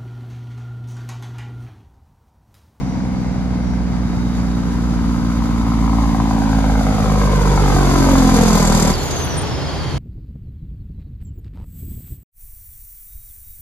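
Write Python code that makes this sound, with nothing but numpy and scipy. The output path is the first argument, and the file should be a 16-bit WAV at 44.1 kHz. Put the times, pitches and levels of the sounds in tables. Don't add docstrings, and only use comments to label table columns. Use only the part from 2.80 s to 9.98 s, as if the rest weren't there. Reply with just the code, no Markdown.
import sys
import numpy as np
from scipy import signal
from scipy.fft import rfft, irfft, next_fast_len
from scipy.io import wavfile
from scipy.ndimage import uniform_filter1d, map_coordinates

SR = 44100
rng = np.random.default_rng(int(sys.argv[2]) if len(sys.argv) > 2 else 0)


def to_wav(sig):
    pcm = np.clip(np.atleast_2d(sig), -1, 1) * 32767
    pcm = np.round(pcm).astype(np.int16)
    wavfile.write(sys.argv[1], SR, pcm.T)


N = 316638
TIME = np.arange(N) / SR

# time in seconds, firings per second as heard.
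FIRING_RATE = [(0.0, 62.79), (0.7, 61.12), (1.4, 60.22), (2.1, 58.66), (2.8, 57.08), (3.4, 55.29),
               (4.0, 52.96), (4.5, 50.45), (4.9, 47.83), (5.3, 44.96), (5.7, 42.13), (6.12, 38.65)]
# lateness in firings, then the relative levels in dB
CYLINDERS = [(0.041, -3, -1.5, -1), (0.0039, 0.5, -3.5, -1), (0.013, 0, -8.5, -4), (.036, -1.5, 0, -2),
             (0.0042, 1, -4.5, 3.5), (0.015, 1.5, -7.5, -8)]
RELEASE_S = 6.125
NEAREST_S, NEAREST_M, TRUCK_M_PER_S, SLOWING_M_PER_S2 = 6.02, 5.0, 10.2, 1.0
STACK_HEIGHT_M, MICROPHONE_HEIGHT_M = 3.9, 1.47
SOUND_M_PER_MS = .343


def amp(db):
    return 10 ** (np.asarray(db) / 20)


def curve(rows, axis=1):
    rows = np.array(rows)
    return np.interp(TIME, rows[:, 0], rows[:, axis])


def read(points, hz):
    f, value = np.transpose(points)
    return np.interp(np.log(hz + 1), np.log(f + 1), value)


def steady(x):
    power = np.mean(np.atleast_2d(x) ** 2, axis=0)
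    smooth_power = uniform_filter1d(uniform_filter1d(power, size=7000), size=5000)
    return x / np.sqrt(abs(smooth_power) + 1e-18)


def wander(rate_hz):
    size, step = 16384, 20
    low_pass = np.exp(-(np.fft.rfftfreq(size, step / SR) / rate_hz) ** 2)
    slow = irfft(rfft(rng.standard_normal(size)) * low_pass)
    return np.interp(TIME, np.arange(size) * step / SR, slow / slow.std())


def ring(x, spectrum):
    log_gain = np.log(amp(read(spectrum, abs(np.fft.fftfreq(8192, 1 / SR)))))
    taps = np.fft.ifft(np.exp(np.conj(signal.hilbert(log_gain)))).real[:4096]
    return signal.oaconvolve(x, taps)[:N]


def noise(spectrum, gate=1):
    likeness = [(60, .1), (120, .15), (240, .29), (480, .75), (950, .68), (1900, .6), (3800, .25),
                (7500, .45), (12000, .8)]
    size = next_fast_len(N)
    hz = np.fft.rfftfreq(size, 1 / SR)
    a, b = rfft(gate * rng.standard_normal((2, N)), size)
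    same = np.clip(read(likeness, hz), 0, 1)
    top_cut = 1 + (hz / spectrum[-1][0]) ** 40
    shape = amp(read(spectrum, hz)) / top_cut
    pair = np.array([a, same * a + np.sqrt(1 - same ** 2) * b])
    return steady(irfft(pair * shape, size)[:, :N])


def delayed(x, ms):
    return map_coordinates(x, [np.arange(N) - ms * SR / 1000], order=3, mode="nearest")


def whistle(hz, width_hz):
    angle = 2 * np.pi * np.cumsum(hz) / SR
    return wander(width_hz) * np.cos(angle) + wander(width_hz) * np.sin(angle)


def travelled():
    since = TIME - NEAREST_S
    return TRUCK_M_PER_S * since - SLOWING_M_PER_S2 * since ** 2 / 2


def distance():
    return np.hypot(NEAREST_M, travelled())


def passing(db, fall_db, ahead_db):
    far = distance() / NEAREST_M
    return amp(db - fall_db * np.log2(far) + ahead_db * (1 - 1 / far ** 2))


def detour_ms():
    bounced = np.hypot(distance(), STACK_HEIGHT_M + MICROPHONE_HEIGHT_M)
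    direct = np.hypot(distance(), STACK_HEIGHT_M - MICROPHONE_HEIGHT_M)
    return (bounced - direct) / SOUND_M_PER_MS


def off_road(x, strength):
    return x + strength * delayed(x, detour_ms())


def off_house(x, strength):
    house_along_m, house_aside_m = 12.7, 21.5
    path_m = np.hypot(travelled() - house_along_m, house_aside_m)
    echo = delayed(x, (path_m - distance()) / SOUND_M_PER_MS)
    return x + strength * distance() / path_m * echo


def street(x, t60, wet_db):
    t = TIME[:SR // 2]
    scatterers = rng.standard_normal((2, len(t))) * (rng.random((2, len(t))) < .04)
    taps = scatterers * (t > .02) * amp(-60 * t / t60)
    taps /= np.linalg.norm(taps, axis=1, keepdims=True)
    taps = signal.sosfilt(signal.butter(3, [300, 3000], "bandpass", fs=SR, output="sos"), taps)
    return x + amp(wet_db) * signal.oaconvolve(x, taps, axes=1)[:, :N]


def setting_in():
    start_s, rise_s, faint_db = 0.97, 0.38, -11
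    return amp(faint_db * np.clip(1 - (TIME - start_s) / rise_s, 0, 1))


def braking():
    return np.clip((RELEASE_S - TIME) / 0.014 + .5, 0, 1)


def firings(count, cylinder_db, scatter_db, jitter):
    k = np.arange(int(count[-1]))
    which = k % len(CYLINDERS)
    late, size = rng.standard_normal((len(k), 2)).T
    at = np.searchsorted(count, k + np.array(CYLINDERS)[which, 0] + jitter * late)
    return np.bincount(at, amp(cylinder_db[which] + scatter_db * size), N + 1)[:N]


def puffs(count, length, base):
    return base + np.exp(-(count % 1) / length)


def traffic():
    # frequency in hertz, level in dB.
    traffic_spectrum = [(20, -39), (45, 5), (90, 3.5), (150, 4.5), (200, -1), (280, -4.5), (400, -20),
                        (900, -13), (1650, -27), (2150, -24), (2650, -34), (3000, -37), (3350, -61),
                        (3750, -29), (4100, -39), (4600, -28), (5500, -34.5), (6400, -32), (7500, -39.5),
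                        (12000, -66)]
    return noise(traffic_spectrum) * amp(-24.5 + .8 * wander(8))


def tyres():
    # frequency in hertz, level in dB.
    tyre_spectrum = [(120, -56), (260, 1), (400, 2.5), (800, -3), (1250, -6.5), (1700, -9), (2300, -13.5),
                     (3200, -11.5), (4000, -14), (5500, -18), (7000, -20), (8200, -34), (10000, -24.5),
                     (12400, -29.5)]
    past_db = -2.4 * np.maximum(TIME - NEAREST_S, 0)
    flutter_db = .7 * wander(30)
    return noise(tyre_spectrum) * passing(db=-25.5, fall_db=5.5, ahead_db=6.0) * amp(past_db + flutter_db)


def gears():
    # pitch in hertz at the start before Doppler shift, relative level in dB.
    whines = [(3750, -42), (5050, -44)]
    sag_per_s = .0165
    doppler = 1 - np.gradient(distance()) * SR / (1000 * SOUND_M_PER_MS)
    waver = 1 + .02 * NEAREST_M / distance() * wander(9)
    pitch = (1 - sag_per_s * TIME) * doppler * waver
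    tones = sum(amp(db + 2.8 * wander(14)) * whistle(hz * pitch, width_hz=90) for hz, db in whines)
    return tones * passing(db=-5.5, fall_db=4.3, ahead_db=7) * setting_in()


def squeaks():
    # middle in seconds, half-length in seconds, pitch in hertz, level in dB.
    squeak_rows = [(0.094, 0.29, 5852, -53), (0.48, 0.25, 5830, -59), (0.903, 0.21, 5720, -51),
                   (1.5, 0.5, 3760, -56.5), (5.333, 0.047, 14050, -31), (5.764, 0.046, 13800, -29),
                   (5.98, 0.081, 13990, -33), (6.246, 0.064, 13700, -34), (6.4, 0.03, 11000, -39),
                   (6.451, 0.027, 10800, -30), (6.457, 0.15, 13900, -41), (6.585, 0.031, 8900, -25),
                   (6.619, 0.022, 8800, -33)]
    out = np.zeros(N)
    wavering_s = np.cumsum(1 + 0.009 * wander(500)) / SR
    for s, half_length, hz, db in squeak_rows:
        on = abs(TIME - s) < half_length
        swell = np.cos(np.pi / 2 * (TIME[on] - s) / half_length) ** 4
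        out[on] += amp(db) * np.sqrt(2) * swell * np.sin(2 * np.pi * hz * wavering_s[on])
    return out


def idle(count):
    # frequency in hertz, level in dB.
    block_spectrum = [(25, -40), (40, -16), (70, 9), (100, -2.5), (140, 8), (185, -33), (290, -5),
                      (450, -18.5), (900, -56), (3000, -92)]
    idle_db, thump_db, thump_s = -28, 7, 0.054
    throttle_s, throttle_db_per_s = 7.06, 81
    clicks = firings(count, np.zeros(len(CYLINDERS)), scatter_db=4.0, jitter=0.0356)
    beats = steady(ring(clicks, block_spectrum))
    released = np.clip((TIME - RELEASE_S) / 0.031 + 1, 0, 1)
    dying_db = thump_db * np.exp(-np.maximum(TIME - RELEASE_S, 0) / thump_s)
    rising_db = throttle_db_per_s * np.maximum(TIME - throttle_s, 0)
    mutter = steady(beats + 0.24 * noise(block_spectrum))
    return released * mutter * amp(idle_db + dying_db + rising_db)


def chirp():
    # time in seconds, pitch in hertz, level in dB.
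    glide = [(6.136, 5200, -60), (6.139, 5000, -20), (6.144, 4750, -31), (6.152, 4520, -36),
             (6.178, 4350, -43), (6.217, 4230, -35), (6.245, 4180, -44), (6.28, 4100, -60)]
    angle = 2 * np.pi * np.cumsum(curve(glide) * (1 + .018 * wander(350))) / SR
    sounding = (TIME > glide[0][0]) & (TIME < glide[-1][0])
    return sounding * amp(curve(glide, axis=2)) * np.sqrt(2) * np.sin(angle)


def turbo(count):
    # time in seconds, level in dB.
    singing_level = [(6.14, -38), (6.24, -40), (6.37, -32.5), (6.5, -36.5), (6.63, -44), (6.73, -42),
                     (6.81, -37.5), (6.89, -44), (6.99, -40), (7.18, -44)]
    driven_hz, halving_s = 7460, 1.52
    coasting_s = np.maximum(TIME - RELEASE_S, 0)
    hz = driven_hz / (1 + coasting_s / halving_s)
    breathy = np.array([whistle(hz, width_hz=330) for _ in range(2)])
    late_count = count - .05
    cylinder_db = np.transpose(CYLINDERS)[3][np.floor(late_count).astype(int) % len(CYLINDERS)]
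    driven = breathy * amp(cylinder_db) * puffs(late_count, length=0.22, base=0.11)
    driven *= passing(db=-20.5, fall_db=10, ahead_db=-21)
    flutter_db = 2.4 * wander(40)
    singing = .7 * breathy + .7 * whistle(hz, width_hz=60)
    singing *= amp(curve(singing_level) + flutter_db)
    return braking() * driven + np.clip(coasting_s / 0.014, 0, 1) * singing


def hiss(count, smear):
    # frequency in hertz, level in dB.
    hiss_spectrum = [(1200, -6), (2400, -2.5), (2900, -23), (3550, 0), (4100, -3.5), (4800, 5),
                     (5450, -3.5), (6500, 5.5), (7300, -0.5), (8500, -9), (11200, -8), (12400, -7.5),
                     (13000, -30), (15000, -12)]
    tail_db, tail_s = -6.5, 0.44
    gas = noise(hiss_spectrum, gate=puffs(count - .12, length=0.24, base=0.6 + 1.7 * smear))
    gas *= passing(db=-24.5, fall_db=8.0, ahead_db=4.5) * setting_in() * amp(1.3 * wander(25))
    tail = amp(tail_db + 2 * wander(30)) * np.exp(-np.maximum(TIME - RELEASE_S, 0) / tail_s)
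    return np.maximum(braking(), tail) * gas


def rush(count, smear):
    # frequency in hertz, level in dB.
    rush_spectrum = [(30, -20), (70, 2), (100, -1.5), (300, 5), (400, -0.5), (490, 2), (610, -5), (760, -8),
                     (860, -3.5), (1000, -2), (1150, -11), (1550, -10.5), (1800, -22), (2150, -12.5),
                     (3000, -38), (5000, -64)]
    gas = noise(rush_spectrum, gate=puffs(count, length=0.55, base=.15 + 0.75 * smear))
    gas = steady(np.array([off_road(side, strength=.7) for side in gas]))
    return gas * passing(db=-22.0, fall_db=6.5, ahead_db=11.0)


def muffler(count):
    # frequency in hertz, level in dB.
    shell_spectrum = [(250, -39), (400, -11), (480, 1), (530, 0.5), (600, -15), (680, -18), (750, -4),
                      (830, -25), (1100, -19), (3000, -68)]
    blows = firings(count, np.transpose(CYLINDERS)[1], scatter_db=1.5, jitter=.004)
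    blat = off_road(steady(ring(blows, shell_spectrum)), strength=0.7)
    return blat * passing(db=-28.0, fall_db=9, ahead_db=4.5)


def cracks(count):
    # frequency in hertz, level in dB.
    crack_spectrum = [(250, -38), (400, -6.5), (500, 2), (610, 0), (690, 3.5), (760, 11.5), (860, -2),
                      (1010, 9), (1140, 0), (1280, 4), (1420, -8.5), (1560, 0), (1780, -23), (2120, -10.5),
                      (3000, -33), (6000, -46), (13000, -75)]
    # time in seconds, level in dB.
    crack_level = [(0.0, -42), (0.5, -40), (1.2, -44), (2.2, -39), (2.8, -33), (3.3, -27.5), (4.0, -28.5),
                   (4.7, -25), (5.2, -24), (5.6, -24.5), (6.05, -27.5)]
    # time in seconds, change of level in dB.
    uneven_cracks = [(3.04, 3), (3.185, 2), (3.346, 1), (3.401, 4.5), (3.51, 1.5), (3.62, 1.5), (3.675, 2),
                     (3.73, 2.5), (3.842, 2), (3.955, 3.5), (4.01, 1), (4.068, 1), (4.535, 1), (4.655, 3),
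                     (4.778, 2.5), (4.965, -1), (5.027, 1.5), (5.245, 3), (5.422, 2.5), (5.492, 9)]
    pitch_waver = .015
    evening_out = .45
    crack_db, samples = np.transpose(CYLINDERS)[2], np.arange(N)
    clock = np.cumsum(1 + pitch_waver * wander(25))
    clock *= (N - 1) / clock[-1]
    bent_count = np.interp(samples, clock, count)
    shocks = firings(bent_count + .045, crack_db, scatter_db=1.8, jitter=.003)
    which = np.round(bent_count).astype(int) % len(CYLINDERS)
    deficit_db = crack_db.max() - crack_db[which]
    shocks = shocks * amp(evening_out * NEAREST_M / distance() * deficit_db)
    wake = signal.lfilter([1], [1, -np.exp(-1 / (SR * .004))], shocks) * rng.standard_normal(N)
    crack = np.interp(clock, samples, ring(shocks + .028 * wake, crack_spectrum))
    crack = delayed(off_road(crack, strength=.8), -.6 * detour_ms())
    change_db = sum(db * np.exp(-((TIME - s - .003) / .01) ** 4) for s, db in uneven_cracks)
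    return steady(off_house(crack * amp(change_db), strength=0.37)) * amp(curve(crack_level))


def bark(count):
    # frequency in hertz, level in dB.
    stack_spectrum = [(28, -82), (42, -68), (60, -33), (80, -22), (110, -28), (135, -16.5), (160, -21.5),
                      (185, -22.5), (205, -19.5), (225, -21), (245, -29), (270, -19.5), (300, -36.5),
                      (335, -36.5), (400, -54.5), (700, -76.5), (3000, -130)]
    stack_sink = 0.018
    samples = np.arange(N)
    clock = np.cumsum(1 - stack_sink * (NEAREST_M / distance()) ** 4)
    bent_count = np.interp(samples, clock, count)
    clicks = firings(bent_count, np.transpose(CYLINDERS)[1], scatter_db=.5, jitter=.005)
    blast = np.interp(clock, samples, ring(clicks, stack_spectrum))
    blast = off_house(off_road(delayed(blast, 1.45), strength=0.61), strength=0.69)
    fullness = SR / curve(FIRING_RATE)
    return blast * passing(db=-6.0, fall_db=4, ahead_db=11.0) * fullness


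def boom(count):
    # time in seconds, level in dB.
    boom_level = [(0.0, -32), (0.85, -23), (2.45, -22), (3.08, -18), (3.6, -23), (3.92, -16), (4.22, -22),
                  (4.39, -15), (5.67, -18), (6.02, -21)]
    tone = np.sqrt(2) * np.cos(2 * np.pi * delayed(count, 26.5))
    ring_down = np.exp(-np.maximum(TIME - RELEASE_S, 0) / 0.092)
    return tone * amp(curve(boom_level) + 0.98 * wander(5.5)) * ring_down


def engine_brake(count):
    smear = 1 - NEAREST_M / distance()
    bursts = bark(count) + cracks(count) + muffler(count) + rush(count, smear)
    return boom(count) + braking() * bursts + hiss(count, smear)


def scene():
    # time in seconds, lag of the right in ms.
    bearing = [(0, 0.093), (6.0, 0.1), (7.18, 0.023)]
    first_firing = .758
    count = np.cumsum(curve(FIRING_RATE)) / SR - first_firing
    left, right = engine_brake(count) + idle(count) + tyres() + traffic() + gears()
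    near_left, near_right = turbo(count) + chirp() + squeaks()
    ports = np.array([left + near_left, delayed(right, curve(bearing)) + delayed(near_right, .032)])
    return street(ports, t60=.5, wet_db=-13)


def record(dry):
    # frequency in hertz, left minus right in dB.
    tilt = [(30, -0.5), (125, -2), (250, 0.1), (500, 2), (1100, 3.5), (2200, 0), (4400, -3.5), (8000, 2),
            (15000, -2.5)]
    top_hz = 14700
    size = next_fast_len(N)
    tilt_db = read(tilt, np.fft.rfftfreq(size, 1 / SR))
    port_gain = amp(np.array([tilt_db, -tilt_db]) / 2)
    coloured = irfft(rfft(dry, size) * port_gain, size)[:, :N]
    rounded = coloured / (1 + abs(coloured / .98) ** 10) ** .1
    low_pass = signal.firwin(511, top_hz, window=("kaiser", 9), fs=SR)
    return signal.oaconvolve(rounded, low_pass[None], "same")


dry = scene()
out = record(dry)
to_wav(out)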